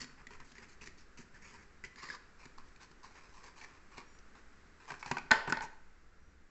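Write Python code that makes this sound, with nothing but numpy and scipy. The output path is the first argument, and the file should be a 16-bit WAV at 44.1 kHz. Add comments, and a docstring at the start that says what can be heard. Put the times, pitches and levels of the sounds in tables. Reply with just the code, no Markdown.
"""A bare, hard room with a concrete floor. Fingers fold open a small cardboard carton and work a glass
vial out of it: stick-slip friction makes the board scrape, and creases snap as their fibres give way.
The vial knocks free; the empty carton drops, bounces and topples, each impact exciting the damped modes
of its panels and air space. The room reverberates, over a hush, a low rumble and faint far whistles."""
import sys
import numpy as np
from scipy import signal
from scipy.fft import rfft, irfft, next_fast_len
from scipy.io import wavfile
from scipy.ndimage import uniform_filter1d, map_coordinates

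SR = 44100
rng = np.random.default_rng(int(sys.argv[2]) if len(sys.argv) > 2 else 0)


def int16_out(signal):
    """Quantize to a 16-bit WAV file."""
    q = np.round(np.clip(np.atleast_2d(signal).T, -1, 1) * 32767)
    wavfile.write(sys.argv[1], SR, q.astype(np.int16))


N = 286881

# Levels in all tables are relative. Friction strokes. Each row: start in seconds, length in seconds,
# board level in dB, hiss over board in dB, panel resonance in Hz.
FINGER_STROKES = [(0.0, 0.033, -53, 1, 1920), (0.06, 0.067, -64, -13.5, 1500),
                  (0.175, 0.042, -57, -15.5, 1080), (0.303, 0.052, -57, -9.5, 1400),
                  (0.397, .03, -57.5, -12, 1400), (0.44, 0.083, -71, 4, 1650),
                  (0.548, 0.056, -58, -8.5, 1920), (0.62, 0.022, -55, -9, 1700),
                  (0.68, 0.056, -64.5, -1, 1560), (0.809, 0.028, -55, -4.5, 2500),
                  (0.857, 0.014, -58.5, 1, 2200), (0.975, 0.039, -74, 9, 1800),
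                  (1.172, 0.038, -56.5, -3, 1850), (1.34, 0.037, -58.5, -9.5, 1650),
                  (1.412, 0.15, -59.5, -4, 1970), (1.54, 0.093, -60, -9.5, 1650),
                  (1.838, 0.013, -52, -2.5, 2010)]  # skin on the flaps
LIFT_STROKES = [(1.96, 0.19, -56.5, -4.5, 1720)]  # the wall, gripped and lifted
VIAL_STROKES = [(2.385, .075, -60.5, -1.5, 1350), (2.577, 0.0082, -61, -2, 1040),
                (2.63, 0.094, -71, -2, 1250), (2.8, 0.04, -60, 0.5, 1630), (3.03, 0.027, -57.5, 0, 1020),
                (3.02, 0.47, -68.5, -1, 1051), (3.148, 0.046, -58.5, -4.5, 1510),
                (3.23, 0.031, -62, -3, 1010), (3.33, 0.09, -62, -1, 1040), (3.425, 0.066, -58, -1.5, 1080),
                (3.558, 0.049, -60.5, 0, 1190), (3.608, 0.042, -55.5, -4.5, 2010),
                (3.66, 0.11, -65, -5, 1210), (3.9, 0.12, -59, -7.5, 1100),
                (3.968, 0.023, -52.5, -3.5, 1060), (4.09, 0.061, -78, 1, 1500),
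                (4.345, 0.044, -64, -5, 1420), (4.797, 0.092, -61, -5, 1390),
                (4.865, 0.088, -54, -5.5, 1250), (4.994, .012, -60, 5, 1600),
                (5.04, 0.069, -50.5, -5, 1450)]  # glass along the walls
SKID_STROKES = [(5.472, 0.029, -39, -20, 900), (5.494, 0.01, -38.5, -7, 1550), (5.612, 0.041, -45, -5, 890)]  # the toppling carton on concrete
# Clicks. Each row: start in seconds, level in dB, pitch in Hz, crack offset in dB.
CREASE_SNAPS = [(0.016, -29, 4530, -13), (0.043, -39, 1960, -1), (0.269, -34, 1970, -12),
                (0.307, -41, 970, -19), (0.335, -44.5, 1800, -8.5), (0.402, -44, 1080, -4),
                (0.518, -49.5, 1680, 1), (0.582, -38.5, 1980, -12.5), (0.813, -40, 2520, -19),
                (0.873, -35.5, 1920, -9), (1.184, -46, 1950, -9), (1.839, -31, 2040, -33),
                (1.843, -34.5, 1960, -23), (1.848, -33.5, 1980, -14), (1.959, -47.5, 1720, -1),
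                (1.982, -45, 1020, -12), (2.089, -31, 1780, -16), (2.101, -25, 1750, -19),
                (2.107, -32, 1790, -17), (2.455, -42, 1830, -4), (2.583, -37, 1065, -13),
                (2.761, -51.5, 2460, -3.5), (2.914, -48, 1000, -4), (3.045, -38, 990, -21),
                (3.613, -37, 2380, -12.5), (4.188, -49.5, 5750, -5.5)]
VIAL_KNOCKS = [(3.98, -33, 1007, -12), (4.353, -48, 826, -13), (4.801, -48.5, 1530, -13),
               (4.904, -26, 1540, -21.5), (4.918, -31.5, 1000, -14), (4.94, -37.5, 1470, -20),
               (5.027, -30, 2263, -20), (5.06, -35.5, 851, -6.5), (5.078, -38, 1660, -10.5),
               (5.113, -16.5, 970, -14.5), (5.169, -22.5, 1530, -25), (5.182, -27.5, 2500, -16)]
# Fingertips pressing the box. Each row: start in seconds, level in dB.
FINGER_PRESSES = [(0.029, -51.5), (0.881, -49.5), (1.191, -44), (2.031, -47), (2.455, -50.5), (2.912, -54)]
# Floor impacts. 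Each row: start in seconds, ring, crack and thud levels in dB, contact time in seconds.
FLOOR_BOUNCES = [(5.3084, -17, -50, -49, 0.0042), (5.313, -12.5, -9, -31, 0.0016),
                 (5.317, -9.5, -31, -31, 0.00029), (5.477, -34, -49, -33.5, 0.0058),
                 (5.499, -31, -38, -35.5, 0.0039), (5.5235, -19, -24.5, -31.5, 0.002),
                 (5.571, -26.5, -34.5, -46.5, 0.0011), (5.607, -30.5, -36, -45, 0.0007),
                 (5.639, -43, -52, -44.5, .001)]
# Distant tones. Each row: start in seconds, length in seconds, frequency in Hz, level in dB.
FAR_WHISTLES = [(4.02, 0.21, 5630, -79), (4.067, 0.14, 7100, -77.5), (6.171, 0.18, 5790, -85)]
# Modes of vibration. Each row: frequency in Hz, level in dB, time to decay by 60 dB in seconds.
PANEL_MODES = [(708, -14, .025), (892, -6.5, .05), (1016, -11.5, 0.05), (1144, -14, .04),
               (1515, 1.5, 0.024), (1810, -1.5, 0.021), (2066, -11, .03), (2480, -22, .015),
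               (3100, -18, 0.013), (4220, -17.5, 0.022), (5150, -17, 0.015)]  # the empty carton's faces
CAVITY_MODES = [(162, -1, 0.051), (249, 1, .06), (315, -5, 0.047), (384.3, -5.5, 0.056)]  # its air space and whole-body flexing
FREED_MODES = [(1110, 0, .2), (1135, -4.5, .2)]  # the freed vial and carton
# Spectra. Each row: frequency in Hz, level in dB.
HUSH_SPECTRUM = [(40, -18.5), (120, 0), (250, 2.5), (420, 2), (620, -6), (1000, -4), (1420, 1), (2000, -3),
                 (3200, -15.5), (5000, -14.5), (7500, -17)]
RUMBLE_SPECTRUM = [(3, 1.5), (8, 13.5), (13, 10.5), (22, -2), (50, -2), (75, -5.5), (110, -18.5),
                   (200, -15.5), (400, -43), (1000, -94)]
FLAP_RUB_SPECTRUM = [(71, -0.5), (120, -3.5), (242, -2.5), (289, -24), (396, -5.5), (660, -22), (954, -4.5),
                     (1200, -8.5), (1960, -6), (2550, -10), (3560, -28), (4720, -18), (6590, -22),
                     (7460, -23.5), (8000, -27), (10400, -54), (17600, -120)]
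LIFT_RUB_SPECTRUM = [(110, -16), (260, -20), (480, -3.5), (630, -20.5), (850, -9), (1080, 5), (1400, -8),
                     (1750, -0.5), (2200, -6.5), (3300, -17), (4700, -3.5), (6000, -13.5), (7200, -11.5),
                     (8000, -26)]
WALL_RUB_SPECTRUM = [(100, -20.5), (230, -11), (430, -6), (630, -14.5), (850, 0.5), (1030, 2.5),
                     (1350, -7.5), (1750, -2), (2100, -6.5), (2450, -3), (3300, -21), (4700, -19.5),
                     (6000, -23), (7300, -26.5)]  # the carton against glass or concrete
CRACK_SPECTRUM = [(400, -24.5), (900, -4), (2300, 3), (3000, -6), (4800, 1), (6000, -8), (7200, -1),
                  (8000, -18), (9000, -33.5)]
CLAP_SPECTRUM = [(120, -30), (300, -10.5), (520, -14), (750, -11.5), (1000, -2), (1230, -6.5), (1550, 2.5),
                 (2100, -4), (2800, -12.5), (4500, -19), (7500, -31.5)]  # many panel modes blurred together
ECHO_SPECTRUM = [(100, -2), (400, 4.5), (850, -2), (1500, 0), (4000, 0.5), (7500, -2.5)]  # what the room's walls send back
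# The course of the hush. Each row: time in seconds, level in dB.
HUSH_LEVELS = [(0, -65), (4.6, -63.5), (6.0, -67.5), (6.5, -69)]
# The room's reverberation. Each row: frequency in Hz, time to decay by 60 dB in seconds.
ROOM_DECAY = [(150, 0.3), (500, 0.64), (1500, 0.48), (4000, 0.51), (8000, .36)]

SNAP_THUD_DB = -6.5  # the box's thud follows the crack that drives it
KNOCK_THUD_DB, THUD_DB_PER_OCTAVE = -13, -15.5  # at 1 kHz; stiffer, higher spots move the box less
FREED_S, FREED_DB = 5.125, -40.5  # the ring as the vial comes free
BAND_LIMIT_HZ = 7850


def amp(db):
    """Decibels as an amplitude ratio."""
    return 10 ** (np.asarray(db) / 20)


def unit(x):
    """Normalisation to an rms of 1."""
    return x / np.sqrt(np.mean(x ** 2) + 1e-20)


def along(points, hz):
    """Interpolation of (Hz, value) points on a logarithmic frequency axis."""
    freqs, values = np.transpose(points)
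    return np.interp(np.log(hz + 1), np.log(freqs + 1), values)


def curve(points):
    """Linear interpolation of (seconds, value) points at every sample."""
    times, values = np.transpose(points)
    return np.interp(np.arange(N) / SR, times, values)


def wobble(rate):
    """Smooth fluctuation: a spline through `rate` random knots a second."""
    return map_coordinates(rng.standard_normal(int(N * rate / SR) + 4), [np.arange(N) * rate / SR])


def filtered(x, response):
    """Linear filtering: the spectrum of x is multiplied by a frequency response."""
    size = next_fast_len(len(x) + 8192)
    return irfft(rfft(x, size) * response(np.fft.rfftfreq(size, 1 / SR)), size)[:len(x)]


def coloured(x, spectrum):
    """Spectral shaping, scaled to an rms of 1."""
    return unit(filtered(x, lambda hz: amp(along(spectrum, hz))))


def add(track, start_s, sound):
    """Superposition: a sound joins the track at its start time."""
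    start = max(round(start_s * SR), 0)
    track[start:start + len(sound)] += sound[:N - start]


def air():
    """Ambient noise: a broadband hush over a slowly heaving rumble."""
    hush = amp(curve(HUSH_LEVELS)) * coloured(rng.standard_normal(N), HUSH_SPECTRUM)
    rumble = amp(-58 + 1.2 * wobble(8.8)) * coloured(rng.standard_normal(N), RUMBLE_SPECTRUM)
    return hush + rumble


def strokes(rows, grip_share, swell_db, release_s):
    """Friction envelopes: each stroke takes hold, swells or sags, then decays exponentially."""
    t = np.arange(N) / SR
    board, hiss, pitch = np.zeros(N), np.zeros(N), []
    for start, length, db, hiss_db, hz in rows:
        progress = np.clip((t - start) / length, 0, 1)
        gain = np.minimum(progress / grip_share, 1) * amp(db + swell_db * progress)
        gain *= np.exp(-np.maximum(t - start - length, 0) / release_s)
        board = np.maximum(board, gain)
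        hiss = np.maximum(hiss, amp(hiss_db) * gain)
        pitch.append((start + length / 2, hz))
    return board, hiss, curve(sorted(pitch))


def panel_resonance(x, panel_hz, boost_db, octaves, patchy_db):
    """Forced resonance: the pressed panel favours a pitch set by the grip; lesser peaks come and go."""
    hz, t, spectra = signal.stft(x, SR, nperseg=512)
    centre = np.interp(t, np.arange(N) / SR, panel_hz)
    peak = np.exp(-(np.log2((hz[:, None] + 1) / centre) / octaves) ** 2)
    patches = uniform_filter1d(rng.standard_normal(spectra.shape), size=5, axis=0)
    patches = unit(uniform_filter1d(patches, size=9, axis=1))
    return signal.istft(spectra * amp(boost_db * peak + patchy_db * patches), nperseg=512)[1][:N]


def rubbing(motion, spectrum, slips_per_s, spread_db, smooth, judder_db, boost_db, split_hz):
    """Stick-slip friction: tiny slips of uneven size drive the board and hiss on its surface."""
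    board_gain, hiss_gain, panel_hz = motion
    sizes = amp(spread_db * np.minimum(rng.exponential(size=N), 3)) * rng.standard_normal(N)
    slips = unit(sizes * (rng.random(N) < slips_per_s / SR))
    force = slips + smooth * rng.standard_normal(N)
    sound = coloured(force * amp(judder_db * wobble(70)), spectrum)
    sound = panel_resonance(sound, panel_hz, boost_db, octaves=.2, patchy_db=2.5)
    board = filtered(sound, lambda hz: 1 / (1 + (hz / split_hz) ** 8))
    return board_gain * unit(board) + hiss_gain * unit(sound - board)


def friction():
    """Sliding friction of skin on the flaps and wall, glass in the carton, and the carton on concrete."""
    stroking = strokes(FINGER_STROKES, grip_share=.1, swell_db=-2, release_s=.017)
    pulling = strokes(LIFT_STROKES, grip_share=.2, swell_db=6.5, release_s=.011)
    sliding = strokes(VIAL_STROKES, grip_share=.2, swell_db=-2, release_s=.02)
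    skidding = strokes(SKID_STROKES, grip_share=.27, swell_db=-4.5, release_s=.0056)
    fingers = rubbing(stroking, FLAP_RUB_SPECTRUM, slips_per_s=1300, spread_db=2.5,
                      smooth=1, judder_db=.5, boost_db=5.5, split_hz=3000)
    lift = rubbing(pulling, LIFT_RUB_SPECTRUM, slips_per_s=1500, spread_db=1,
                   smooth=1, judder_db=2.4, boost_db=2, split_hz=3000)
    vial = rubbing(sliding, WALL_RUB_SPECTRUM, slips_per_s=1100, spread_db=1.5,
                   smooth=.79, judder_db=1, boost_db=7, split_hz=3700)
    skid = rubbing(skidding, WALL_RUB_SPECTRUM, slips_per_s=1600, spread_db=2.5,
                   smooth=.64, judder_db=5, boost_db=12, split_hz=5300)
    return amp(-.5) * fingers + amp(2) * lift + vial + amp(3.5) * skid


def room(early_db, early_t60, late_db):
    """Impulse response of one path: early reflections from near walls, then diffuse reverberation."""
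    hz, _, spectra = signal.stft(rng.standard_normal(SR), SR, nperseg=256)
    frame_s = np.linspace(0, 1, spectra.shape[1])
    decay = amp(-60 * frame_s / along(ROOM_DECAY, hz)[:, None])
    late = signal.istft(spectra * decay, SR, nperseg=256)[1][:SR]
    t = np.arange(SR) / SR
    early = rng.standard_normal(SR) * amp(-60 * t / early_t60)
    tail = amp(early_db) * early / np.linalg.norm(early) + amp(late_db) * late / np.linalg.norm(late)
    onset = np.clip(t / .0091, 0, 1)
    return filtered(tail * onset, lambda hz: amp(along(ECHO_SPECTRUM, hz)))


def ring(modes, contact_s, scatter_db, detune=.023, size=8192):
    """Damped free vibration: each blow varies the modes a little; a longer contact swells more slowly."""
    t = np.arange(size) / SR
    hz, db, t60 = np.transpose(modes)[:, :, None]
    hz = hz * (1 + detune * rng.standard_normal(hz.shape))
    db = db + scatter_db * rng.standard_normal(hz.shape)
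    sound = np.sum(amp(db - 60 * t / t60) * np.sin(2 * np.pi * hz * t), axis=0)
    sound *= 1 - np.exp(-t / contact_s)
    return sound / (3 * np.std(sound[t < .01]))  # peaks near 1


def burst(spectrum, contact_s, t60, size=8192):
    """Transient noise: fibres crushed in a contact give a brief, exponentially decaying burst."""
    t = np.arange(size) / SR
    envelope = (1 - np.exp(-t / contact_s)) * amp(-60 * t / t60)
    return .5 * coloured(rng.standard_normal(size), spectrum) * envelope / envelope.max()


def snaps():
    """Sudden release of strain: a crease gives way, fibres crack, the flap rings and the box thuds."""
    track = np.zeros(N)
    for start, db, hz, crack_db in CREASE_SNAPS:
        flap = amp(-7) * ring([(hz, 0, .018), (hz * 1.12, -6, .014)], contact_s=.0011, scatter_db=2)
        crack = amp(crack_db + 1.5) * burst(CRACK_SPECTRUM, contact_s=.00017, t60=.027)
        thud = amp(crack_db + SNAP_THUD_DB) * ring(CAVITY_MODES, contact_s=.0036, scatter_db=9.5)
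        add(track, start, amp(db) * (flap + crack + thud))
    return track


def presses():
    """Soft contact excites only low modes: a fingertip flexes the whole box without a crack."""
    track = np.zeros(N)
    for start, db in FINGER_PRESSES:
        add(track, start, amp(db) * ring(CAVITY_MODES, contact_s=.004, scatter_db=1, detune=.055))
    return track


def knocks():
    """Impact excitation: the vial bumps the carton, one panel foremost, and rings faintly once free."""
    track = np.zeros(N)
    for start, db, hz, crack_db in VIAL_KNOCKS:
        thud_db = KNOCK_THUD_DB + THUD_DB_PER_OCTAVE * np.log2(hz / 1000)
        panel = amp(-8) * ring([(hz, 0, .028)], contact_s=.001, scatter_db=1)
        walls = amp(-6) * burst(WALL_RUB_SPECTRUM, contact_s=.0012, t60=.03)
        crack = amp(crack_db + 1.5) * burst(CRACK_SPECTRUM, contact_s=.00074, t60=.025)
        thud = amp(thud_db) * ring(CAVITY_MODES, contact_s=.003, scatter_db=5.5)
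        add(track, start, amp(db) * (panel + walls + crack + thud))
    add(track, FREED_S, amp(FREED_DB) * ring(FREED_MODES, contact_s=.0076, scatter_db=1.5, detune=.005))
    return track


def whistles():
    """Random amplitude and phase modulation: thin, high tones flutter as they swell and fade."""
    track, t = np.zeros(N), np.arange(N) / SR
    for start, length, hz, db in FAR_WHISTLES:
        swell = np.sin(np.pi * np.clip((t - start) / length, 0, 1))
        gain = amp(db + 5 + 2.5 * wobble(55))
        track += gain * swell * np.sin(2 * np.pi * hz * t + wobble(130))
    return track


def slap(ring_db, crack_db, thud_db, contact_s, clap_db):
    """Modal overlap: on landing, panel modes blur into a clap; the edge cracks, the air space thuds."""
    panels = ring(PANEL_MODES, contact_s, scatter_db=2.8, detune=.0048)
    clap = amp(clap_db) * burst(CLAP_SPECTRUM, contact_s, t60=.0094)
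    crack = amp(crack_db - 4.5) * burst(CRACK_SPECTRUM, contact_s, t60=.011)
    thud = amp(thud_db) * ring(CAVITY_MODES, contact_s, scatter_db=4)
    return amp(ring_db) * (panels + clap) + crack + thud


def fall(face_pairs=3):
    """Inelastic collisions: the carton lands corner first, slaps flat, bounces and settles."""
    track = np.zeros(N)
    for start, *blow in FLOOR_BOUNCES:
        add(track, start, slap(*blow, clap_db=-3.5))
        for _ in range(face_pairs):  # each pair radiates its own mix of modes into the room
            path = room(early_db=-13, early_t60=.16, late_db=-14)
            add(track, start, signal.fftconvolve(slap(*blow, clap_db=-1.5), path))
    return track


def scene():
    """Superposition of the close handling, its echo, the falling carton and the background, in mono."""
    handling = friction() + snaps() + presses() + knocks()
    echo = signal.fftconvolve(handling, room(early_db=-11, early_t60=.51, late_db=-12.5))[:N]
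    return (handling + echo + fall() + whistles() + air())[None]


def record(dry):
    """Band limiting: a steep low-pass filter removes the highest treble."""
    return np.array([filtered(x, lambda hz: 1 / np.sqrt(1 + (hz / BAND_LIMIT_HZ) ** 90)) for x in dry])


dry = scene()
out = record(dry)
int16_out(out)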